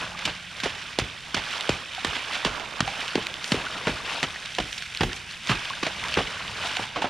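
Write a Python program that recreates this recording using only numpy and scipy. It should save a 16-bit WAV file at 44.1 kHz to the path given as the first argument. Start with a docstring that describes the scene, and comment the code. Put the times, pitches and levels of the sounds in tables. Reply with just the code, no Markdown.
"""A paved road with a rain puddle: someone stomps in it from foot to foot, a few metres from a low microphone.
Each sole slaps the water (noise bursts), traps a pocket of air that thumps (a falling tone) and shakes
the ground (low noise). The thrown water falls back as spray, drops and mist (random clicks, noise bursts)
and leaves ringing bubbles (short rising tones). Houses give a faint echo (sparse random reflections);
a light breeze (low noise) touches the microphone, and a distant hum (a steady tone) soon fades."""
import sys
import numpy as np
from scipy import signal
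from scipy.fft import rfft, irfft
from scipy.io import wavfile

SR = 44100
rng = np.random.default_rng(int(sys.argv[2]) if len(sys.argv) > 2 else 0)


def wav_record(signal):
    """Record a signal, one row per channel, as 16-bit PCM in the file named by sys.argv[1]."""
    frames = np.transpose(np.atleast_2d(signal))
    bounded = np.clip(frames, -1, 1)
    # unit amplitude maps onto the largest positive 16-bit level
    quanta = np.round(bounded * 32767).astype(np.int16)
    wavfile.write(sys.argv[1], SR, quanta)


N = 312832  # length in samples
TIME = np.arange(N) / SR  # seconds

# balance of low and high sound in spray and drops, overall level aside: [pitch_hz, level_db]
SPRAY_COLOUR = [(300, -40.5), (900, -14.5), (1500, 1.5), (2300, 3.5), (3200, 4.5), (4200, -1.5),
                (5600, -8.5), (7500, -13), (11000, -32)]
# a foot hits the puddle: [start_s, slap_db, rise_s, decay_s, brightness_db_per_octave, left_over_right_db,
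#   air_pocket_db, pocket_start_pitch_hz, pocket_swell_s, ground_shudder_db, spray_db]
STOMPS = [(0.2528, -19, 0.00036, 0.0091, 3.5, -5, -36, 338, 0.0055, -39.5, -35),
          (0.6335, -24, 0.0016, 0.023, 1.5, -8.5, -29.5, 296, .0066, -43.5, -36),
          (0.9876, -14, 0.00041, 0.0021, 6, -6.5, -11.5, 740, 0.00093, -32.5, -36.5),
          (1.344, -18, 0.00089, 0.0059, 2, -8, -21.5, 424, 0.0019, -40, -33),
          (1.6923, -16, .0003, 0.0032, 2.5, -5, -11, 723, 0.002, -35.5, -47),
          (2.047, -17, 0.00076, .0037, 1, -9, -21, 500, 0.0017, -39, -33),
          (2.4484, -18, 0.00052, 0.0078, 1.5, -8.5, -19.5, 710, 0.0031, -36.5, -36.5),
          (2.805, -11, 0.00089, 0.0023, .5, -2, -14.5, 342, 0.0018, -38, -50),
          (3.1543, -15, 0.001, 0.0026, 0, -2, -13, 570, 0.0024, -40, -41.5),
          (3.519, -13, 0.00012, 0.0043, 1.5, -2, -15.5, 310, 0.0041, -36, -33),
          (3.8709, -14.5, 0.00033, 0.0055, -8, -1.5, -13.5, 382, 0.0021, -34.5, -32.5),
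          (4.2293, -16.5, .0004, 0.006, 2, -2, -25, 306, 0.001, -44, -51),
          (4.584, -15.5, 0.0015, 0.0037, -2, -5, -28, 383, 0.003, -35.5, -43),
          (5.008, -17, 0.00023, 0.0088, -2.5, -7, -19.5, 256, 0.0034, -25.5, -34.5),
          (5.493, -18.5, .002, 0.014, -0.5, -6.5, -19.5, 280, 0.0063, -31, -31.5),
          (5.828, -20.5, 0.0053, 0.0038, -1.5, -4.5, -23.5, 470, 0.0027, -52, -32),
          (6.168, -18, 0.0048, 0.013, -3, -2.5, -23, 604, 0.0049, -36, -36),
          (6.791, -28.5, 0.0045, 0.013, -5, 2, -37, 307, 0.0055, -44, -44),
          (6.953, -26.5, 0.011, 0.04, -3.5, -3.5, -42, 592, 0.0067, -55, -38),
          (7.017, -25, 0.0033, 0.015, 0.5, -5.5, -42, 600, 0.0043, -58, -38)]


def gain_of(db):
    """Turns decibels into an amplitude factor."""
    return 10 ** (np.asarray(db) / 20)


def evened(x):
    """Scales a sound to an average (rms) strength of 1."""
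    return x / np.sqrt(np.mean(x ** 2) + 1e-20)


def read(points, hz):
    """Reads a table at any frequency, joining its points evenly by musical pitch."""
    point_hz, value = np.transpose(points)
    return np.interp(np.log(hz + 1), np.log(point_hz + 1), value)


def panned(x, pan_db):
    """Makes left louder than right by pan_db; a negative value favours the right."""
    return np.array([x * gain_of(pan_db / 2), x * gain_of(-pan_db / 2)])


def add(mix, s, sound):
    """Mixes a sound in at time s."""
    part = mix[..., max(round(s * SR), 0):][..., :sound.shape[-1]]
    part += sound[..., :part.shape[-1]]


def coloured(x, colour, tilt_db=0, size=4096):
    """Filters with unit energy and no sound ahead of its cause, so that attacks stay sharp."""
    hz = abs(np.fft.fftfreq(size, 1 / SR))
    tilt = tilt_db * np.log2(np.maximum(hz, 400))  # dB per octave above 400 Hz
    log_gain = np.log(gain_of(read(colour, hz) + tilt))
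    # the Hilbert transform supplies the phase that puts the energy as early as possible
    spectrum = np.exp(np.conj(signal.hilbert(log_gain)))
    taps = np.fft.ifft(spectrum).real[:size // 2]
    return signal.oaconvolve(x, taps / np.linalg.norm(taps))[:len(x)]


def impacts(per_s, spread_db):
    """Random clicks, up or down; spread_db sets how unequal their sizes are."""
    size = gain_of(spread_db * np.minimum(rng.exponential(1, N), 4))
    direction = rng.choice([-1, 1], N)
    return size * direction * (rng.random(N) < per_s / SR)


def clumps(rate_hz, depth_db, size=N):
    """An uneven flow: a random gain that takes a new value rate_hz times a second."""
    knots = rng.standard_normal(4000)
    position = np.arange(size) / SR * rate_hz
    wander = np.interp(position, np.arange(len(knots)), knots)
    return evened(gain_of(depth_db * wander))


def burst(shape, colour, tilt_db=0, grain=1):
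    """A coloured puff of noise with the energy of its envelope."""
    noise = rng.standard_normal(len(shape)) * grain * shape
    puff = coloured(noise, colour, tilt_db)
    return puff * np.linalg.norm(shape) / np.linalg.norm(puff)


def bubble(hz, cycles, glide, size=2600):
    """A bubble rings for some cycles and rises in pitch as it nears the surface."""
    turns = hz * np.arange(size) / SR
    age = turns / cycles
    ring = np.sin(2 * np.pi * turns * (1 + glide * np.minimum(age, 5) / 2))
    return ring * np.exp(-age) * (1 - np.exp(-2 * turns))


def froth(low_hz, high_hz, per_s, spread_db, cycles, scatter_db, count=28):
    """Many bubbles of assorted sizes ring at random times, scattered a little to either side."""
    out = np.zeros((2, N))
    for hz in np.geomspace(low_hz, high_hz, count):
        ring = bubble(hz * rng.uniform(0.94, 1.03), cycles * rng.uniform(0.26, 1.6), glide=0.034)
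        starts = impacts(per_s / count, spread_db)
        train = signal.oaconvolve(starts, evened(ring) * np.sqrt(hz))[:N]
        out += panned(train, scatter_db * rng.standard_normal())
    return evened(out)


def outdoors(hum_hz=175, hum_db=-52, hum_end_s=0.5, hum_fade_s=.17, eddies_db=-55):
    """Air makes a low, uneven rumble and separate eddies at each port; a distant tone hums, then fades."""
    # balance of the shared rumble: [pitch_hz, level_db]
    breeze_colour = [(15, -38), (35, -2), (65, 2.5), (130, 1.5), (190, 0), (280, -12), (600, -21.5),
                     (2000, -52)]
    # balance of the eddies: [pitch_hz, level_db]
    gust_colour = [(15, -3), (30, -19), (50, -12), (90, -13.5), (200, -2), (600, -50)]
    # strength of the air moving past the microphone: [time_s, level_db]
    breeze_levels = [(0, -50), (.3, -51.5), (1, -51), (1.7, -55), (3.1, -52), (3.9, -51.5), (4.3, -52),
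                     (5.8, -51.5), (6.1, -45.5), (7.09, -50)]
    rumble = evened(coloured(rng.standard_normal(N), breeze_colour)) * clumps(rate_hz=6, depth_db=0.7)
    eddies = evened(np.array([coloured(rng.standard_normal(N), gust_colour) for _ in range(2)]))
    eddies = eddies * clumps(rate_hz=3.9, depth_db=-2.8)
    hum = evened(np.sin(2 * np.pi * hum_hz * TIME))
    hum = hum * np.clip(1 - (TIME - hum_end_s) / hum_fade_s, 0, 1)  # the fade starts at hum_end_s
    breeze_gain = gain_of(np.interp(TIME, *np.transpose(breeze_levels)))
    return breeze_gain * rumble + gain_of(eddies_db) * eddies + gain_of(hum_db) * hum


def landing(s, spread, tail=1.13):
    """Power of a sheet of water coming down: it gathers smoothly, then trails off over tail spreads."""
    age = (TIME - s) / spread
    return np.exp(-np.minimum(np.where(age < 0, age ** 2, age / tail), 60))


def churn(s, fade_s):
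    """Power of the water stirred by a foot: there at once, then dying away."""
    return (TIME >= s) * np.exp(-np.minimum(abs(TIME - s) / fade_s, 60))


def water_in_motion(trickle_db=-44, trickle_pan_db=-6, spray_fade_s=0.064, slosh_fade_s=0.057,
                    stomp_slosh_db=-5):
    """Adds up the power of stomps, sheets and a steady trickle: spray and slosh amplitudes, and spray pan."""
    # kicked sheets of water coming down:
    # [thickest_s, spread_s, spray_db, sloshing_db, left_over_right_db]
    sheets = [(.01, .042, -32, -34, 0), (.22, 0.042, -36.5, -43, -6), (.62, 0.086, -38.5, -45.5, -4),
              (.84, 0.23, -42, -49, -7), (1.31, 0.058, -42.5, -48, -6), (1.57, 0.12, -32.5, -39, -7),
              (2.0, 0.061, -37, -47.5, -5.5), (2.17, 0.084, -34, -39, -6), (2.35, 0.06, -31.5, -36, -5.5),
              (2.58, 0.053, -42, -37.5, -25), (2.8, 0.075, -41.5, -43, -16), (3.04, 0.18, -33.5, -39, -4.5),
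              (3.52, 0.088, -36, -42, -3), (3.85, 0.19, -36, -37.5, 1), (4.135, 0.059, -31, -36.5, 4.5),
              (4.56, 0.2, -38.5, -60, -5), (4.78, 0.15, -44, -58, -9), (4.99, 0.087, -37.5, -52, 0),
              (5.34, 0.045, -38.5, -51.5, 1), (5.5, 0.035, -31, -41, -4), (5.7, 0.13, -36, -43, 0.5),
              (6.13, 0.13, -32, -38, -2), (6.51, 0.17, -37.5, -41, -1), (6.66, 0.063, -30, -36.5, -1),
              (6.78, .025, -33.5, -36.5, -8), (6.84, 0.013, -34.5, -44, -1)]
    falling, sloshing = np.full(N, gain_of(trickle_db) ** 2), np.zeros(N)
    side = falling * trickle_pan_db  # pan weighted by power
    for s, _, _, _, _, pan_db, *_, spray_db in STOMPS:
        power = gain_of(spray_db) ** 2 * churn(s, spray_fade_s)
        falling, side = falling + power, side + power * pan_db
        sloshing += gain_of(spray_db + stomp_slosh_db) ** 2 * churn(s, slosh_fade_s)
    for s, spread, spray_db, slosh_db, pan_db in sheets:
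        shape = landing(s, spread)
        power = gain_of(spray_db) ** 2 * shape
        falling, side = falling + power, side + power * pan_db
        sloshing += gain_of(slosh_db) ** 2 * shape
    return np.sqrt(falling), np.sqrt(sloshing), side / falling


def spray(patter_db=-1, froth_db=-7, side_db=4):
    """Thrown water patters back in clots and whips up tiny bubbles."""
    streams = [panned(impacts(per_s=3000, spread_db=1.0), side * side_db) for side in (-1, 0, 1)]
    patter = evened(sum(streams))
    fizz = froth(1291, 5730, per_s=1800, spread_db=3.0, cycles=5.5, scatter_db=7.5)
    clots = patter * clumps(rate_hz=110, depth_db=3.0)
    water = gain_of(patter_db) * clots + gain_of(froth_db) * fizz
    return evened(np.array([coloured(channel, SPRAY_COLOUR) for channel in water]))


def slosh(wash_db=3):
    """The churned puddle gurgles with larger bubbles over an uneven wash of clicks."""
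    # balance of the sloshing: [pitch_hz, level_db]
    slosh_colour = [(100, -36), (250, 2.5), (450, -4.5), (750, -1.5), (1150, 0.5), (1700, -3), (3000, -36)]
    gurgle = froth(441, 1764, per_s=650, spread_db=2.5, cycles=2.55, scatter_db=3)
    wash = evened(impacts(per_s=3300, spread_db=5.0)) * clumps(rate_hz=85, depth_db=4.5)
    water = gurgle + gain_of(wash_db) * wash
    return evened(np.array([coloured(channel, slosh_colour) for channel in water]))


def mist(shared=0.61):
    """Fine droplets tick on the asphalt round the microphone, some heard on both sides, some on one."""
    # balance of the mist: [pitch_hz, level_db]
    mist_colour = [(3000, -12), (5500, 8), (7000, 4), (8000, 1.5), (9200, 2.5), (11000, -9), (13000, -13),
                   (15500, -45)]
    centre = shared * impacts(per_s=2100, spread_db=5.5)
    sides = [centre + impacts(per_s=4000, spread_db=2.0) for _ in range(2)]
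    return evened(np.array([coloured(ticks, mist_colour) for ticks in sides]))


def mist_strength(below_spray_db=-13, floor_db=-53.5):
    """Amplitude that follows the spray around one steady part, plus separate showers."""
    # showers of fine droplets reaching the microphone: [thickest_s, spread_s, level_db]
    shower_list = [(3.49, 0.031, -39.5), (4.3, 0.091, -54), (4.73, 0.071, -46), (5.16, 0.014, -42),
                   (6.82, 0.027, -48)]
    # how much of the mist, showers aside, carries to the microphone: [time_s, level_db]
    mist_reach = [(0, -1), (2.6, 0), (3.3, 0), (4.7, 0.5), (5.9, 0), (6.8, 0.5), (6.95, -4)]
    falling, _, _ = water_in_motion()
    power = gain_of(floor_db) ** 2 + (gain_of(below_spray_db) * falling) ** 2
    reach = gain_of(np.interp(TIME, *np.transpose(mist_reach)))
    showers = sum(gain_of(db) ** 2 * landing(s, spread) for s, spread, db in shower_list)
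    return np.sqrt(power * reach ** 2 + showers)


def stray_drops(level_db=-17):
    """Smaller drops splat as short filtered clicks at random times."""
    clicks = impacts(per_s=60, spread_db=-1.0)
    return gain_of(level_db) * evened(coloured(clicks, SPRAY_COLOUR, tilt_db=-4.0))


def plops(cycles=6):
    """Large bubbles left by the closing water ring with a slightly rising pitch."""
    # large bubbles that ring out: [start_s, level_db, start_pitch_hz]
    bubble_list = [(.149, -28, 1160), (1.98, -25.5, 746), (2.877, -20, 770), (3.666, -20, 1430),
                   (3.753, -26.5, 1400), (4.107, -25, 1110), (4.36, -21.5, 1840), (4.584, -21.5, 722),
                   (5.117, -25.5, 1750), (5.517, -17, 1250), (5.705, -20, 1060), (5.735, -22.5, 1580),
                   (5.867, -23.5, 634), (6.37, -24, 1480), (6.411, -25.5, 1370), (6.649, -24.5, 684),
                   (6.77, -27, 717), (6.793, -25, 763), (6.96, -19.5, 1084), (7.022, -17, 874),
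                   (7.042, -18, 720)]
    out = np.zeros(N)
    for s, db, hz in bubble_list:
        add(out, s, gain_of(db) * bubble(hz, cycles, glide=0.021))
    return out


def drops(splat_db=2.0, ring_db=0, cycles=5, size=2600):
    """Each large drop splats and rings briefly; a clot of water splats for longer."""
    # single large drops and clots landing: [start_s, level_db, ring_start_pitch_hz, splat_decay_s]
    drop_list = [(.191, -30, 1900, 0.0013), (0.602, -26, 1480, 0.003), (1.509, -30, 2420, .002),
                 (1.609, -20.5, 3630, 0.00067), (1.949, -25.5, 2870, .0007), (2.102, -34, 2570, .002),
                 (2.598, -29, 2720, 0.00092), (3.006, -29, 2800, .003), (3.08, -23, 3020, 0.0014),
                 (3.2685, -18.5, 2910, 0.0012), (3.3412, -24, 3480, .001), (3.443, -21, 3000, 0.0013),
                 (4.306, -31, 3340, 0.0014), (4.458, -29.5, 2360, .002), (4.55, -25.5, 3000, 0.0018),
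                 (4.728, -24, 2900, .0015), (4.78, -28.5, 2970, 0.0054), (4.823, -28.5, 1630, .004),
                 (4.949, -23.5, 2400, .001), (4.973, -22.5, 4140, .001), (5.131, -25, 2900, 0.002),
                 (5.311, -29.5, 3000, .0015), (5.472, -25, 3540, .0015), (5.654, -26, 2940, 0.0013),
                 (5.7, -24, 3900, .001), (6.039, -21.5, 1960, 0.00086), (6.084, -23, 2730, .001),
                 (6.141, -17.5, 4000, 0.0016), (6.765, -30, 3220, .002), (6.7688, -17, 3980, .001)]
    out, t = np.zeros(N), np.arange(size) / SR
    for s, db, hz, splat_s in drop_list:
        splat = burst(np.exp(-t / splat_s), SPRAY_COLOUR, tilt_db=4.5)
        ring = bubble(hz, cycles, glide=.04)
        add(out, s, gain_of(db) * (gain_of(splat_db) * splat + gain_of(ring_db) * ring))
    return out


def falling_water(slosh_pan_db=-1, mist_pan_db=0.5, blips_db=-16):
    """Spray and sloshing swell unevenly with each kick, with some ringing bubbles; mist follows the spray."""
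    falling, sloshing, pan_db = water_in_motion()
    blips = froth(914, 2140, per_s=27, spread_db=0.0, cycles=12.7, scatter_db=3, count=16)
    thrown = spray() * clumps(rate_hz=51, depth_db=0.18) + stray_drops() + gain_of(blips_db) * blips
    near = thrown * falling + drops() + plops()
    near = near + slosh() * panned(sloshing, slosh_pan_db)
    placed = near * panned(np.ones(N), pan_db)  # all of it leans to the side where the spray is
    return placed + mist() * panned(mist_strength(), mist_pan_db)


def slap(rise, decay, tilt_db, crack_db=4, crack_s=0.00059, size=6000):
    """A sole tears the water in a ragged noise burst; the faster the rise, the harder the first crack."""
    # balance of the slap: [pitch_hz, level_db]
    slap_colour = [(60, -15), (200, -2.5), (500, 1.5), (900, 2.5), (1500, 1), (3000, 2.5), (4500, -6),
                   (6500, -11.5), (9000, -19.5), (11500, -30), (15500, -49)]
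    t = np.arange(size) / SR
    shape = np.minimum(t / rise, 1) * np.exp(-np.maximum(t - rise, 0) / decay)
    tearing = burst(shape, slap_colour, tilt_db, clumps(rate_hz=630, depth_db=1.5, size=size))
    crack = burst(np.exp(-t / crack_s), slap_colour, tilt_db=0)
    return tearing + gain_of(crack_db) * np.exp(-rise / crack_s) * crack


def pocket(hz, swell, fall_per_swell=1.77, end_share=0.13, open_hz=58, size=6000):
    """Air trapped under the sole pulses a few times, falling in pitch as the cavity opens."""
    t = np.arange(size) / SR
    end_hz = open_hz + end_share * hz
    pitch = end_hz + (hz - end_hz) * np.exp(-t / (fall_per_swell * swell))
    pulse = -np.sin(2 * np.pi * np.cumsum(pitch) / SR)
    return pulse * t / swell * np.exp(1 - t / swell)


def shudder(lag_s=.025, size=13000):
    """The body's weight shakes the ground: low noise that is strongest after lag_s."""
    # balance of the ground shake: [pitch_hz, level_db]
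    shudder_colour = [(20, -34), (45, -2.5), (75, -4.5), (140, -4), (220, -14), (400, -12), (900, -48)]
    t = np.arange(size) / SR
    return burst(t / lag_s * np.exp(1 - t / lag_s), shudder_colour)


def feet(heel_pan_share=0.69, heel_rise_share=.07, heel_swell_s=.003):
    """Each stomp slaps, thumps and shakes the ground; the heel slaps and thumps again, nearer the centre."""
    # the heel follows, or the water closes over the foot:
    # [start_s, slap_db, decay_s, brightness_db_per_octave, air_pocket_db, pocket_start_pitch_hz]
    heel_list = [(.275, -25, 0.018, -1.5, -46, 258), (.658, -21.5, 0.0081, -4, -24.5, 690),
                 (0.9946, -21.5, 0.0083, 2.5, -42, 298), (1.016, -26.5, 0.0042, -4, -34, 262),
                 (1.366, -24, 0.019, -0.5, -30, 400), (1.697, -29, 0.054, 1.5, -19.5, 246),
                 (2.459, -23.5, 0.026, -1, -24.5, 270), (2.826, -46, .006, -2, -23, 190),
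                 (2.876, -24, 0.0065, -.5, -48, 596), (3.177, -22, 0.0088, -10, -25.5, 514),
                 (3.542, -29, 0.046, -4, -19.5, 700), (3.879, -23, .01, -1, -32, 400),
                 (3.892, -29, 0.019, -3.5, -22, 395), (4.237, -21.5, 0.01, -0.5, -26, 266),
                 (4.599, -23, 0.01, 0, -29, 378), (5.0325, -17.5, 0.0063, -1, -22, 620),
                 (5.513, -23, 0.018, 0, -21, 300), (5.864, -23, .015, 0.5, -28, 486),
                 (6.184, -20, 0.017, -3.5, -19, 172), (6.206, -24.5, 0.011, -6, -43, 593),
                 (7.043, -22, 0.018, -4, -40, 775)]
    out = np.zeros((2, N))
    for s, db, rise, decay, tilt_db, pan_db, pocket_db, hz, swell, shudder_db, _ in STOMPS:
        add(out, s, panned(gain_of(db) * slap(rise, decay, tilt_db), pan_db))
        add(out, s + rise / 2, gain_of(pocket_db) * pocket(hz, swell))
        add(out, s, gain_of(shudder_db) * shudder())
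    times, _, _, _, _, pans, *_ = np.transpose(STOMPS)
    for s, db, decay, tilt_db, pocket_db, hz in heel_list:
        pan_db = heel_pan_share * np.interp(s, times, pans)
        rise = heel_rise_share * decay
        add(out, s, panned(gain_of(db) * slap(rise, decay, tilt_db), pan_db))
        add(out, s, gain_of(pocket_db) * pocket(hz, heel_swell_s))
    return out


def houses(x, t60=0.98, build_s=0.01, size=22000):
    """Walls return sparse, dull reflections that build up, then fade at 60 dB per t60 seconds."""
    t = np.arange(size) / SR
    sparse = rng.standard_normal((2, size)) * (rng.random((2, size)) < .04)
    taps = sparse * np.minimum(t / build_s, 1) * gain_of(-60 * t / t60)
    band = signal.butter(1, [350, 6000], "band", fs=SR, output="sos")
    tail = signal.sosfilt(band, taps)
    return signal.fftconvolve(x, tail / np.linalg.norm(tail[0]), axes=1)[:, :N]


def scene(echo_db=-19):
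    """Stomps and falling water with their echo, in the open air."""
    splash = feet() + falling_water()
    return splash + gain_of(echo_db) * houses(splash) + outdoors()


def record(dry, edge_hz=15300):
    """Two close ports: the right lags, mostly in the treble; width varies with pitch; the top is cut off."""
    # how far the right port lags: [pitch_hz, lag_radians]
    port_lag = [(5000, 0.12), (7000, 1.83), (9000, 1.8), (15000, 2.45)]
    # gain on the difference between left and right: [pitch_hz, difference_db]
    width = [(30, 5), (70, -3), (150, -7.5), (300, -10.5), (700, -2.5), (1300, -1.5), (2400, -9.5),
             (4500, -7), (8000, -3.5), (14000, -4.5)]
    hz, (left, right) = np.fft.rfftfreq(N, 1 / SR), rfft(dry)
    right = right * np.exp(-1j * read(port_lag, hz))
    mid = (left + right) / 2
    side = (left - right) / 2 * gain_of(read(width, hz))
    pair = irfft(np.array([mid + side, mid - side]), N)
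    low_pass = signal.firwin(511, edge_hz, window=("kaiser", 9), fs=SR)
    return signal.oaconvolve(pair, low_pass[None], "same")


dry = scene()
out = record(dry)
wav_record(out)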